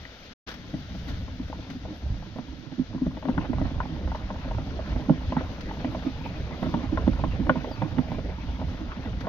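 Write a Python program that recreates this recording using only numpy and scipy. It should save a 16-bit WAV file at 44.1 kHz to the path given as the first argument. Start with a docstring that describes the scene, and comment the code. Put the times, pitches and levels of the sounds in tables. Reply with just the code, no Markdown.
"""A flock of sheep and goats crosses a small plank bridge: a quiet start, silence from 0.34 to 0.46 s, sparse steps,
then louder, denser trampling from about 3.3 s and one far bird chirp at 7.7 s. Hooves ring deck and plank modes
and scatter into short noise tails. Shaped noise makes scuffing feet, the rustle of wool and grass with sudden
brushes, and wind rumble on the microphone ports, gusting near 1.1, 2.1, 3.6 and 7.2 s.
The bird is a gliding sine. The right port is duller than the left."""
import sys
import numpy as np
from scipy import signal
from scipy.fft import rfft, irfft, next_fast_len
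from scipy.io import wavfile
from scipy.ndimage import uniform_filter1d, map_coordinates

SR = 44100
rng = np.random.default_rng(int(sys.argv[2]) if len(sys.argv) > 2 else 0)


def to_wav(s):
    """Save 16-bit WAV."""
    ch = np.atleast_2d(s).T  # columns
    pcm = np.round(np.clip(ch, -1, 1) * 32767)  # PCM
    wavfile.write(sys.argv[1], SR, pcm.astype(np.int16))


def rack_gain(trim_db):
    """Turn a fader trim in dB into the linear factor to multiply a signal by."""
    fader = np.asarray(trim_db, float)
    return 10 ** (fader / 20)


N = 409248  # samples


def unit(x):
    """Scales to rms 1."""
    return x / np.sqrt(np.mean(x ** 2) + 1e-20)


def along(points, hz):
    """Interpolates (Hz, value) points on a log axis."""
    f, v = np.transpose(points)
    return np.interp(np.log(hz + 1), np.log(f + 1), v)


def curves(rows):
    """One value per sample for each column after the time."""
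    s, *cols = np.transpose(rows)
    return [np.interp(np.arange(N) / SR, s, c) for c in cols]


def wobble(rate_hz):
    """A smooth random curve, rate_hz knots a second."""
    knots = rng.standard_normal(int(N * rate_hz / SR) + 4)
    return map_coordinates(knots, [np.arange(N) * rate_hz / SR])


def filtered(x, response):
    """x times a response of frequency."""
    m = next_fast_len(N + 8192)
    return irfft(rfft(x, m) * response(np.fft.rfftfreq(m, 1 / SR)), m)[..., :N]


def sides(pan_db):
    """Left and right gains for a left-over-right level."""
    return rack_gain(np.array([pan_db, -pan_db]) / 2)


# likeness of the two sides of a noise: f/Hz, correlation
LIKENESS = [(150, 0.95), (550, 0.91), (1650, 0.5), (4970, 0.04)]


def rush(spectrum, patchy_db, alike=LIKENESS):
    """Stereo noise of rms 1 with patches of random gain in time and frequency."""
    z = signal.stft(rng.standard_normal((2, N)), nperseg=512)[2]
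    field = uniform_filter1d(rng.standard_normal(z.shape[1:]), size=6, axis=0)
    field = uniform_filter1d(field, size=10, axis=1)
    pair = signal.istft(z * rack_gain(patchy_db * unit(field)), nperseg=512)[1][:, :N]

    def mid_side(hz):
        turn = np.arccos(np.clip(along(alike, hz), -1, 1)) / 2
        return rack_gain(along(spectrum, hz)) * [np.cos(turn), np.sin(turn)]

    mid, side = filtered(pair, mid_side)
    return unit(np.array([mid + side, mid - side]))


CRACK_RISE_S, CRACK_DB, CRACK_TOP_HZ = 0.0032, -9.5, 1810  # level relative to the knock


def crack(at, knock_db, pan_db):
    """The claw itself cracks: a few ms of broad noise."""
    t = np.arange(SR // 30) / SR
    burst = t / CRACK_RISE_S * np.exp(1 - t / CRACK_RISE_S)
    hits = np.array([np.bincount(at, rack_gain(knock_db + CRACK_DB) * side, N) for side in sides(pan_db)])
    noise = signal.fftconvolve(hits, burst[None], axes=1)[:, :N] * rng.standard_normal(N)
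    return filtered(noise, lambda f: 1 / (1 + (f / CRACK_TOP_HZ) ** 6) / (1 + (400 / (f + 1)) ** 4))


GRIT = 4  # contacts in one step
DECK_HZ, DECK_LEAD_S = 230, 0.00902  # favoured deck pitch; the weight is timed ahead of the claw's knock
DECK_PRESS_CYCLES, PLANK_PRESS_CYCLES = 0.79, 0.45  # swell time of a ring
# bridge modes, deck below 400 Hz and single planks above: f/Hz, t60/s, level/dB
MODES = [(107.8, 0.1, -0.5), (157.2, 0.078, -3.5), (199.7, 0.06, -6), (229.7, 0.057, -2.5), (254, 0.063, 4),
         (309.5, 0.08, -10), (450, 0.02, -9), (515, 0.081, -10), (610, 0.025, 1.5), (767, 0.025, -3),
         (920, 0.027, -1.5), (1040, 0.027, -4), (1430, 0.013, 1), (1960, 0.02, -2), (2947, 0.012, -4.5),
         (3475, 0.017, -9.5)]


def bridge(s, thud_db, knock_db, knock_hz, pan_db, lean_db, focus, deck_focus, scatter_db, settle_s):
    """Blows ring every mode of the bridge; the landing spot favours plank modes near its pitch."""
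    hz, t60, db = np.transpose(MODES)
    deck = hz < 400
    luck = rng.standard_normal((len(s), 1 + 2 * GRIT, len(hz)))
    deck_near_db = -deck_focus * np.log2(hz / DECK_HZ) ** 2
    plank_near_db = -np.minimum(focus * np.log2(hz / knock_hz[:, None]) ** 2, 16)
    gain = rack_gain(db + np.where(deck, deck_near_db, plank_near_db) + scatter_db * luck[:, 0])
    for part, level_db in ((deck, thud_db), (~deck, knock_db)):
        gain[:, part] *= (rack_gain(level_db) / np.linalg.norm(gain[:, part], axis=1))[:, None]

    # two claws and crushed grit: a cluster of contacts, each mode struck at its own moments
    settle_s = settle_s * np.where(deck, 1.8, 1)  # the heavy deck takes the weight more slowly
    order = np.arange(GRIT)[:, None]
    jitter = np.where(deck, 0.6, 0.3) * abs(luck[:, 1:1 + GRIT])
    late_s = settle_s * (order + jitter) - DECK_LEAD_S * deck
    at = np.clip(np.round((s[:, None, None] + late_s) * SR).astype(int), 0, N - 1)
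    # planks are struck hardest first, the deck is loaded hardest second
    contact_db = -np.where(deck, 6.75 * abs(order - 1), 6 * order)
    force = gain[:, None] * np.sign(luck[:, 1 + GRIT:]) * rack_gain(contact_db)

    out = np.zeros((2, N))
    for k, (f, life) in enumerate(zip(hz, t60)):
        mode_pan_db = 0.94 * lean_db[at[:, 0, k]] + 0.25 * pan_db if deck[k] else pan_db
        blows = np.array([np.bincount(at[..., k].ravel(), (force[..., k] * side[:, None]).ravel(), N)
                          for side in sides(mode_pan_db)])
        pole = np.exp((2j * np.pi * f - np.log(1000) / life) / SR)
        ring = signal.lfilter([pole.imag], [1, -2 * pole.real, abs(pole) ** 2], blows)
        # a muddy hoof presses for part of a cycle: less a faster decay, the ring swells first
        fast = pole * np.exp(-f / (DECK_PRESS_CYCLES if deck[k] else PLANK_PRESS_CYCLES) / SR)
        out += ring - signal.lfilter([fast.imag], [1, -2 * fast.real, abs(fast) ** 2], blows)
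    return out + crack(at[:, 0, -1], knock_db, pan_db)


USUAL_DB = -41  # ordinary trampling
KNOCK_GROWS = 0.65  # dB of patter knock per dB of trampling
# clear hoof falls: t/s, plank knock level/dB, deck thud level/dB, knock f/Hz, left over right/dB
HOOF_FALLS = [(0.052, -31.5, -47, 2060, 6.5), (0.737, -28.5, -14, 556, 1.5), (0.947, -34, -30, 556, 4),
              (1.104, -39, -22, 480, 19), (1.279, -31.5, -25, 780, 5), (1.4, -55, -22, 610, -5),
              (1.498, -32, -25.5, 557, 6), (1.527, -25, -54, 920, 2), (1.586, -37, -21.5, 479, -6.5),
              (1.702, -50, -23, 660, -11), (1.75, -50, -21.5, 597, -8.5), (1.851, -29, -40, 650, 2),
              (2.224, -32, -47, 765, 5), (2.359, -30, -25.5, 586, -3), (2.385, -23, -20.5, 645, 2),
              (2.721, -38, -23.5, 690, 2), (2.789, -35, -12, 502, -3), (2.947, -33, -14, 576, 2.5),
              (3.018, -53, -11.5, 450, 12.5), (3.065, -24, -11.5, 587, -2), (3.168, -28, -22, 664, 0),
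              (3.226, -27.5, -40, 790, 2.5), (3.252, -23, -17, 542, 8), (3.285, -20, -10.5, 560, 6),
              (3.3, -30, -29, 1530, 4), (3.377, -19, -10.5, 1040, 8), (3.409, -30, -28, 795, 0),
              (3.496, -50, -14, 733, -8), (3.531, -23.5, -21, 715, 5), (3.583, -24.5, -22.5, 685, -2.5),
              (3.613, -22, -13, 605, 8), (3.651, -31.5, -23, 900, -3.5), (3.802, -15.5, -38, 1130, 2),
              (3.853, -28, -20, 753, -3), (4.074, -26, -26, 613, 0.5), (4.117, -22.5, -32, 900, -1),
              (4.147, -19.5, -45, 763, 1.5), (4.303, -21.5, -20.5, 1040, 2), (4.356, -31, -51, 687, -0.5),
              (4.51, -22, -51.5, 874, 1), (4.582, -25, -23, 733, -2), (4.79, -22.5, -32, 570, -6),
              (4.961, -24, -17, 587, -9), (5.094, -14, -2, 555, -5.5), (5.321, -18.5, -19, 783, -3),
              (5.366, -16, -12, 767, -5.5), (5.408, -24, -27, 578, -4), (5.709, -23.5, -45, 785, 0.5),
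              (5.845, -20.5, -14.5, 525, -5), (5.946, -21, -23, 606, -2.5), (6.057, -31.5, -12.5, 490, -14),
              (6.258, -25.5, -21, 745, -4.5), (6.627, -16.5, -10.5, 614, -3),
              (6.661, -25.5, -11.5, 598, 0.5), (6.74, -17, -9, 894, 2), (6.77, -33, -15, 597, 9.5),
              (6.836, -34, -17.5, 895, -1), (6.927, -37, -14.5, 552, 7), (6.973, -14.5, -34.5, 866, 3),
              (7.076, -17.5, -6, 490, 1), (7.132, -29.5, -29.5, 1400, 0.5),
              (7.192, -22.5, -26.5, 590, -1.5), (7.237, -17, -15, 755, -1.5), (7.398, -34, -9.5, 583, 2.5),
              (7.467, -24, -16.5, 680, 1), (7.494, -3, -9.5, 856, 2), (7.556, -19.5, -14, 653, -2),
              (7.572, -28, -20.5, 1014, 0), (7.643, -25.5, -21.5, 857, -1.5), (7.711, -25, -25, 608, -4),
              (7.818, -14.5, -13, 657, -3), (7.983, -18.5, -8, 623, -10.5), (8.117, -23, -26, 673, -1.5),
              (8.184, -24, -20, 486, -2.5), (8.615, -22.5, -21, 640, -0.5), (9.269, -18.5, -53, 733, -3)]
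# crowd on the bridge: t/s, trampling level/dB, left over right/dB
TRAMPLING = [(0.02, -58.5, 4), (0.52, -45, 3), (0.9, -44.5, 1.5), (1.8, -42, 2), (2.65, -44.5, -10.5),
             (3.2, -40.5, 4), (3.45, -37.5, -8.5), (3.8, -39.5, -3.5), (4.4, -39, -1), (5, -38, -5),
             (5.6, -38.5, 0.5), (7.2, -37.5, -9.5), (9.26, -38.5, -3)]


def hooves():
    """Clear single steps over a random patter; the deck booms from where the crowd stands."""
    trample_db, lean_db = curves(TRAMPLING)
    s, knock_db, thud_db, knock_hz, pan_db = np.transpose(HOOF_FALLS)
    broad = (23 / (1 + rack_gain(knock_db + 11.5)))[:, None]  # a hard blow rings neighbouring planks too
    clear = bridge(s, thud_db, knock_db, knock_hz, pan_db, lean_db,
                   focus=broad, deck_focus=12, scatter_db=3.5, settle_s=0.004)
    place, size, hard, pitch, pan = rng.random((560, 5)).T
    size_db = 8 * size ** 4
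    # louder trampling carries more knock
    close_db = KNOCK_GROWS * (trample_db[(place * N).astype(int)] - USUAL_DB)
    patter_knock_db = size_db - 16 + 8 * hard + close_db
    patter = bridge(place * N / SR, size_db, patter_knock_db, 480 * 2 ** (1.3 * pitch), 9 * (pan - 0.5),
                    lean_db, focus=36, deck_focus=0.95, scatter_db=9.5, settle_s=0.005)
    return clear + rack_gain(trample_db) * unit(patter)


def bodies(x):
    """Ground and packed animals scatter each step into a short tail, different on each side."""
    t = np.arange(SR // 5) / SR
    tail = rng.standard_normal((2, len(t))) * rack_gain(-60 * t / 0.075) * (t > 0.004)
    x = filtered(x, lambda hz: 1 / (1 + (hz / 1500) ** 2))  # wool swallows the treble
    return signal.fftconvolve(x, tail / np.linalg.norm(tail[0]), axes=1)[:, :N]


SCUFF_DB, SCUFF_GROWS = -50.5, 2.6  # level at usual trampling; dB per dB of trampling
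# feet dragging through dry dirt: f/Hz, level/dB
SCUFF_SPECTRUM = [(250, -2.5), (600, -2), (1100, -10.5), (2500, -15.5), (4500, -28), (7000, -96)]


def shuffle():
    """Feet scuff grit over the planks in short ragged strokes of noise."""
    strokes = rack_gain(1.2 * wobble(18) + 2.5 * wobble(60))
    level_db = SCUFF_DB + SCUFF_GROWS * (curves(TRAMPLING)[0] - USUAL_DB)
    return rack_gain(level_db) * unit(strokes * rush(SCUFF_SPECTRUM, patchy_db=3.5))


BRUSH_TOP_DB = -36  # top treble of a brush, relative to its swell
# sudden brushes through wool and grass: t/s, level before rise and crackle/dB, t60/s
BRUSH_STROKES = [(0.472, -39.5, 0.32), (0.484, -41, 0.11), (0.511, -40, 0.044), (0.537, -42.5, 0.05),
                 (1.078, -39.5, 0.16), (1.099, -37.5, 0.025), (1.4793, -46, 0.12), (1.699, -34.5, 0.079),
                 (4.148, -40.5, 0.067), (5.608, -30, 0.032), (9.2032, -39.5, 0.087)]
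# steady hiss: t/s, rustle level/dB, top treble level/dB
HISS_LEVELS = [(0.02, -47.5, -84), (0.7, -48, -85.5), (0.95, -46.5, -80.5), (1.3, -48.5, -84),
               (3.0, -50.5, -91), (3.25, -51, -85.5), (4, -48.5, -85), (6.7, -47.5, -83), (7.7, -49, -84),
               (9.26, -50, -86)]
# rustle spectrum: f/Hz, level/dB
RUSTLE_SPECTRUM = [(180, -4.5), (300, -11), (588, -10), (1140, -19.5), (1340, -11.5), (2590, -17),
                   (3500, -15), (4750, -20.5), (6330, -30), (8000, -63), (10400, -110)]
# top treble spectrum: f/Hz, level/dB
TOP_SPECTRUM = [(5590, -64.5), (9500, -20.5), (11500, 4.5), (13100, 0), (15600, 2.5), (15800, -56.5)]


def rustle():
    """Fleeces and grass hiss unevenly; a brush swells the hiss quickly and lets it fade."""
    t, swell = np.arange(N) / SR, np.zeros(N)
    for s, db, t60 in BRUSH_STROKES:
        age = np.maximum(t - s, 0)
        swell += rack_gain(db - 60 * age / t60) * (1 - np.exp(-age / 0.0033))
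    swell = swell * rack_gain(3 * wobble(300))  # stalks and fibres crackle
    hiss_db, top_db = curves(HISS_LEVELS)
    flicker_db = 0.49 * wobble(8.4) + 0.6 * wobble(30)
    hiss = np.hypot(rack_gain(hiss_db + flicker_db), swell) * rush(RUSTLE_SPECTRUM, patchy_db=0.7)
    rasp = rack_gain(-3.5) * swell * rush([(500, -8), (1800, 1.5), (4000, -41)], patchy_db=1.5)  # f/Hz, level/dB
    top_gain = np.hypot(rack_gain(top_db + flicker_db), rack_gain(BRUSH_TOP_DB) * swell)
    return hiss + rasp + top_gain * rush(TOP_SPECTRUM, patchy_db=4.5)


# wind strength: t/s, level/dB
GUSTS = [(0.02, -44.5), (0.3, -60), (0.7, -43.5), (1.1, -31), (1.95, -44.5), (2.11, -30), (2.25, -42.5),
         (2.8, -44), (3.2, -36), (3.57, -24.5), (3.9, -33), (5, -34), (6.9, -35), (7.15, -28), (7.8, -33.5),
         (8.3, -30.5), (8.8, -32), (9.26, -34.5)]
# wind spectrum: f/Hz, level/dB
RUMBLE_SPECTRUM = [(20, -8.5), (65, 4.5), (146, -10), (200, -7), (260, -47), (440, -120)]


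def wind():
    """Gusts buffet the ports in lumps of low noise, leaning a little to the crowd's side."""
    lumps = rack_gain(0.8 * wobble(5) + 3.2 * wobble(14))
    rumble = unit(lumps * rush(RUMBLE_SPECTRUM, patchy_db=1.5, alike=[(60, 0.95)]))
    return rack_gain(curves(GUSTS)[0]) * sides(0.31 * curves(TRAMPLING)[1]) * rumble


# chirps: start t/s, end t/s, start f/Hz, end f/Hz, peak level/dB
WHISTLES = [(7.704, 7.764, 5600, 4540, -50)]


def bird():
    """A short sine whistle falls in pitch and levels off."""
    t, out = np.arange(N) / SR, np.zeros(N)
    for start, end, from_hz, to_hz, db in WHISTLES:
        u = np.clip((t - start) / (end - start), 0, 1)
        pitch_hz = to_hz + (from_hz - to_hz) * (1 - u) ** 4
        out += rack_gain(db) * np.sin(np.pi * u) * np.sin(2 * np.pi * np.cumsum(pitch_hz) / SR)
    return out


def scene():
    """Steps dulled by mud, with their scatter; scuffing, rustle, wind and bird."""
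    steps = filtered(hooves(), lambda hz: 1 / (1 + (hz / 4500) ** 6))
    return steps + rack_gain(-8.5) * bodies(steps) + shuffle() + rustle() + wind() + bird()


def band_limit(x):
    """A steep low-pass at the top of the band."""
    return signal.sosfilt(signal.butter(12, 16660, fs=SR, output="sos"), x)


# microphone ports: f/Hz, left over right/dB, left ahead of right/rad
PORT_BALANCE = [(246, -0.5, 0.13), (920, 0, 0.52), (1500, 3, 1.58), (2500, 4.5, 1.7), (4240, 8, 0.056),
                (7400, 21.5, .1)]
# silent gap: start t/s, end t/s
SILENCE = (0.336, 0.464)


def record(dry):
    """Two unequal ports hear the scene; a brief silence interrupts it."""
    hz, level_db, lead_rad = np.transpose(PORT_BALANCE)

    def ports(f):
        phase = np.exp(0.5j * along(np.c_[hz, lead_rad], f) * [[1], [-1]])
        return sides(along(np.c_[hz, level_db], f)) * phase

    t = np.arange(N) / SR
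    gate = np.clip(np.maximum(SILENCE[0] - t, t - SILENCE[1]) / 0.0071, 0, 1)  # 7.1 ms fades
    mix = gate * filtered(dry, ports)
    return band_limit(mix)


dry = scene()
out = record(dry)
to_wav(out)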